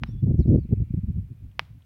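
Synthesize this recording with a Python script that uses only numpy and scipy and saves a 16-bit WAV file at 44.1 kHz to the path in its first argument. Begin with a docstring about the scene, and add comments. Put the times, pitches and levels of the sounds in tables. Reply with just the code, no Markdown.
"""Gusts of wind buffet a microphone in an open field: slow swirls of air rumble, fast ones flutter.
Two dry, sharp clicks snap close by; each scatters off the ground and echoes faintly from the bushes.
Far off, a small bird whistles a short phrase of gliding notes.
Behind it all are faint ticks of dry twigs, quiet air and a distant buzzy call."""
import sys
import numpy as np
from scipy import signal
from scipy.fft import rfft, irfft
from scipy.io import wavfile
from scipy.ndimage import uniform_filter1d

SR = 44100
rng = np.random.default_rng(int(sys.argv[2]) if len(sys.argv) > 2 else 0)


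def wrap_up_sound(samples):
    """Save the sound to the file named by the first command line argument, as 16-bit audio."""
    columns = np.atleast_2d(samples).T
    # keep every value between -1 and 1, then stretch to whole-number steps
    tamed = np.clip(columns, -1, 1)
    steps = np.round(tamed * 32767).astype(np.int16)
    wavfile.write(sys.argv[1], SR, steps)


N = 81585


def wind(t):
    """A light breeze rumbles on the microphone; short gusts add thumps and a brighter flutter."""
    # strength of the breeze over time: t/s, level/dB
    breeze_levels = [(0, -44.5), (.15, -29.5), (.21, -34), (.25, -26.5), (.52, -27), (.62, -28.5),
                     (.68, -45.5), (.79, -23.5), (.885, -42), (.96, -33.5), (1.06, -38.5), (1.22, -31),
                     (1.28, -44), (1.39, -47), (1.45, -34.5), (1.54, -53.5), (1.615, -42), (1.67, -53),
                     (1.75, -43), (1.85, -58.5)]
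    # gusts: peak t/s, half length/s, rumble level/dB, relative flutter level/dB
    gusts = [(0.031, 0.024, -27.5, -41), (0.093, 0.0069, -21.5, -41.5), (0.239, 0.016, -14.5, -30.5),
             (.277, 0.023, -19, -28.5), (0.304, 0.026, -17.5, -25), (0.347, 0.012, -14, -26.5),
             (0.401, 0.022, -13, -25), (0.458, 0.0047, -18, -26), (.497, 0.03, -12, -16.5),
             (0.529, 0.035, -16, -18), (.553, 0.015, -13, -14), (0.583, 0.013, -17.5, -23.5),
             (0.654, .011, -30, -42.5), (0.697, 0.0088, -21, -45.5), (0.721, 0.015, -22.5, -26.5),
             (0.733, 0.01, -14.5, -19), (0.804, 0.0071, -21, -32), (0.822, 0.017, -18.5, -48.5),
             (0.908, 0.0044, -22.5, -49), (0.943, 0.0049, -14.5, -31), (.98, 0.017, -20.5, -47),
             (1.04, 0.0082, -19, -56), (1.095, 0.024, -22, -44.5), (1.158, 0.017, -24, -49.5),
             (1.185, 0.018, -22, -43), (1.317, 0.021, -34.5, -50.5), (1.464, 0.015, -53, -63),
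             (1.705, 0.022, -44.5, -65)]
    # tone of the breeze: f/Hz, relative level/dB
    breeze_tone = [(15, -23), (28, -10.5), (45, -3.5), (75, -1.5), (112, -0.5), (160, -13.5), (220, -19.5),
                   (300, -27.5), (400, -41.5), (600, -54), (3000, -120)]
    # tone of a gust's large, slow swirls: f/Hz, relative level/dB
    rumble_tone = [(15, -27.5), (28, -18.5), (45, -8.5), (75, 2.5), (120, 6), (160, 0), (220, -8.5),
                   (300, -25.5), (400, -38), (600, -56), (3000, -130)]
    # tone of its small, fast swirls: f/Hz, relative level/dB
    flutter_tone = [(100, -20), (215, 4.5), (300, 2.5), (410, -9), (500, -16), (620, -23.5), (800, -37.5),
                    (1100, -58.5), (4000, -130)]
    flutter_gain_db = -2
    breeze = undb(np.interp(t, *np.array(breeze_levels).T)) * swirls(breeze_tone)
    rumble_power, flutter_power = np.zeros((2, N))
    for peak, half_length, rumble_db, flutter_db in gusts:
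        puff = np.cos(np.pi / 2 * np.clip((t - peak) / half_length, -1, 1))
        rumble_power += (undb(rumble_db) * puff) ** 2
        flutter_power += (undb(flutter_db) * puff) ** 2
    # a 3 ms average rounds off the edges of the gusts
    rumble = uniform_filter1d(np.sqrt(rumble_power), size=130) * swirls(rumble_tone)
    flutter = uniform_filter1d(np.sqrt(flutter_power), size=130) * swirls(flutter_tone)
    return breeze + rumble + undb(flutter_gain_db) * flutter


def swirls(tone, waver_db=0.72):
    """Churning air: noise of the given tone, evened out and then made to waver a little."""
    churn = noise(tone)
    power = uniform_filter1d(churn ** 2, size=700, mode="wrap")
    power = uniform_filter1d(power, size=700, mode="wrap")
    return churn / np.sqrt(power) * undb(waver_db * wander(rate_hz=45))


def clicks(t, size=2048):
    """Each sharp pulse of air bounces and scatters off the ground, then echoes from the bushes."""
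    # clicks: t/s, peak level/dB, treble change at 10 kHz/dB, echo level/dB, echo rise time/s
    snaps = [(0.0356, -13.5, -6.5, -63, 0.032), (1.5943, -5.5, 0, -58, .012)]
    # tone of a click: f/Hz, relative level/dB
    snap_tone = [(100, -28.5), (300, -13), (600, -3), (1000, 2), (1500, 0), (2500, 1.5), (3200, -2.5),
                 (4000, -11.5), (5400, -13.5), (7000, -37), (9000, -40.5), (10600, -32.5), (12500, -43.5),
                 (14500, -37.5), (16000, -41)]
    # tone of the echo from the bushes: f/Hz, relative level/dB
    echo_tone = [(200, -27.5), (500, -4), (800, 0.5), (1500, -2), (3000, -6), (5400, -14.5), (7200, -26.5),
                 (15000, -25.5)]
    bounce_delay_s, bounce_db, scatter_db = 0.0043, -26.5, -29.5
    hz = np.fft.rfftfreq(size, 1 / SR)
    out = np.zeros(N)
    for start, db, treble_db, echo_db, rise in snaps:
        age = t - start
        pulse = -sharp_pulse(tone_db(snap_tone, hz) + treble_db * hz / 10000, size)
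        direct = np.pad(pulse, (int(start * SR), N))[:N]
        bounce = undb(bounce_db) * np.pad(pulse, (int((start + bounce_delay_s) * SR), N))[:N]
        scatter = undb(scatter_db) * noise(snap_tone) * fade(age, fade_s=0.032)
        echo_shape = np.clip(age / rise, 0, 1) * fade(np.maximum(age - rise, 0), fade_s=0.38)
        echo = undb(echo_db) * echo_shape * noise(echo_tone)
        out += undb(db) * (direct + bounce + scatter) + echo
    return out


def bird(t):
    """A bird whistles pure notes, each gliding through four pitches, with a faint outdoor echo."""
    # whistles: t/s, length/s, four pitches f/Hz evenly spaced from start to end, level/dB
    whistles = [(.035, 0.18, 4306, 3567, 3407, 3440, -72), (.062, 0.064, 5060, 5446, 5580, 6120, -67.5),
                (0.382, 0.066, 6290, 5190, 4127, 3756, -66.5), (.467, 0.033, 3650, 5150, 5595, 4500, -70),
                (.525, .128, 3800, 4360, 4530, 3700, -78.5)]
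    pitch_waver, tremble_db, ramp_s, echo_db = 0.006, 1.5, 0.011, -13
    song = np.zeros(N)
    for start, length, *pitches, db in whistles:
        progress = np.clip((t - start) / length, 0, 1)
        glide = np.polyfit(np.linspace(0, 1, 4), pitches, deg=3)
        hz = np.polyval(glide, progress) * (1 + pitch_waver * wander(rate_hz=97))
        on_off = np.clip(np.minimum(progress, 1 - progress) * length / ramp_s, 0, 1)
        loudness = undb(db + tremble_db * wander(rate_hz=60)) * on_off
        song += loudness * np.sin(2 * np.pi * np.cumsum(hz) / SR)
    reflections = rng.standard_normal(N) * fade(t, fade_s=0.4)
    echo = signal.fftconvolve(song, reflections / np.linalg.norm(reflections))[:N]
    return song + undb(echo_db) * echo


def twigs(t):
    """Dry twigs tick faintly, each a tiny burst of noise that dies at once."""
    # ticks: t/s, level/dB, middle f/Hz, band width/octaves
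    ticks = [(.239, -62.5, 2200, 0.87), (1.515, -65, 2930, 0.17), (1.651, -62, 3330, 0.34),
             (1.807, -62, 950, 0.12), (1.821, -61, 3160, 0.24)]
    return sum(undb(db) * band_noise(hz, octaves) * fade(t - start, fade_s=0.023)
               for start, db, hz, octaves in ticks)


def distant_buzz(t):
    """A far, buzzy call: a narrow band of noise that flickers as it swells and fades."""
    peak_s, spread_s, level_db, flicker_db = 0.78, 0.26, -77, 1.4
    swell = np.exp(-0.5 * ((t - peak_s) / spread_s) ** 2)
    loudness = undb(level_db + flicker_db * wander(rate_hz=30)) * swell
    return loudness * band_noise(hz=2340, octaves=0.18)


def quiet_air(level_db=-71.5):
    """The air of the field makes a soft, steady hush."""
    # tone of the hush: f/Hz, relative level/dB
    air_tone = [(100, 8), (500, 5), (1000, 0), (1600, -1), (2500, 0), (4000, -7), (7000, -12.5),
                (15000, -8.5)]
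    return undb(level_db) * noise(air_tone)


def undb(db):
    """Turn decibels into a number to multiply by."""
    return 10 ** (np.asarray(db) / 20)


def unit(x):
    """Scale a signal to an average strength (rms) of 1."""
    return x / np.sqrt(np.mean(x ** 2))


def tone_db(tone, hz):
    """Level at each frequency, joining a tone table's points along a pitch (log) scale."""
    table_hz, db = np.array(tone, float).T
    return np.interp(np.log(hz + 1), np.log(table_hz), db)


def shaped_noise(gains):
    """Noise of strength 1, with each frequency weighted by its gain."""
    return unit(irfft(rfft(rng.standard_normal(N)) * gains, N))


def noise(tone):
    """Noise that follows a tone table."""
    return shaped_noise(undb(tone_db(tone, np.fft.rfftfreq(N, 1 / SR))))


def band_noise(hz, octaves):
    """Noise in one bell-shaped band around hz."""
    widths_away = np.log2((np.fft.rfftfreq(N, 1 / SR) + 1) / hz) / octaves
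    return shaped_noise(np.exp(-0.5 * widths_away ** 2))


def wander(rate_hz):
    """A smooth random curve that changes about rate_hz times a second."""
    return shaped_noise(np.exp(-(np.fft.rfftfreq(N, 1 / SR) / rate_hz) ** 2))


def fade(age, fade_s):
    """Silent before age 0, then starts at 1 and drops 60 dB every fade_s seconds."""
    return (age >= 0) * np.exp(-np.log(1000) * np.maximum(age, 0) / fade_s)


def sharp_pulse(db, size):
    """The shortest pulse with these levels across frequency, scaled to a peak of 1."""
    cepstrum = irfft(np.log(undb(db)))
    # folding the second half onto the first packs the energy at the pulse's start
    cepstrum[1:size // 2] *= 2
    cepstrum[size // 2 + 1:] = 0
    pulse = irfft(np.exp(rfft(cepstrum)))
    return pulse / np.abs(pulse).max()


def scene():
    """All the sounds add up at one microphone."""
    t = np.arange(N) / SR
    return (wind(t) + clicks(t) + bird(t) + twigs(t) + quiet_air() + distant_buzz(t))[None]


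def record(dry, low_cut_hz=33, high_cut_hz=16000):
    """The recorder thins the deepest bass and cuts the highest treble."""
    bass_cut = signal.butter(2, low_cut_hz, "high", fs=SR, output="sos")
    treble_cut = signal.ellip(8, 0.2, 70, high_cut_hz, fs=SR, output="sos")
    return signal.sosfilt(treble_cut, signal.sosfilt(bass_cut, dry))


dry = scene()
out = record(dry)
wrap_up_sound(out)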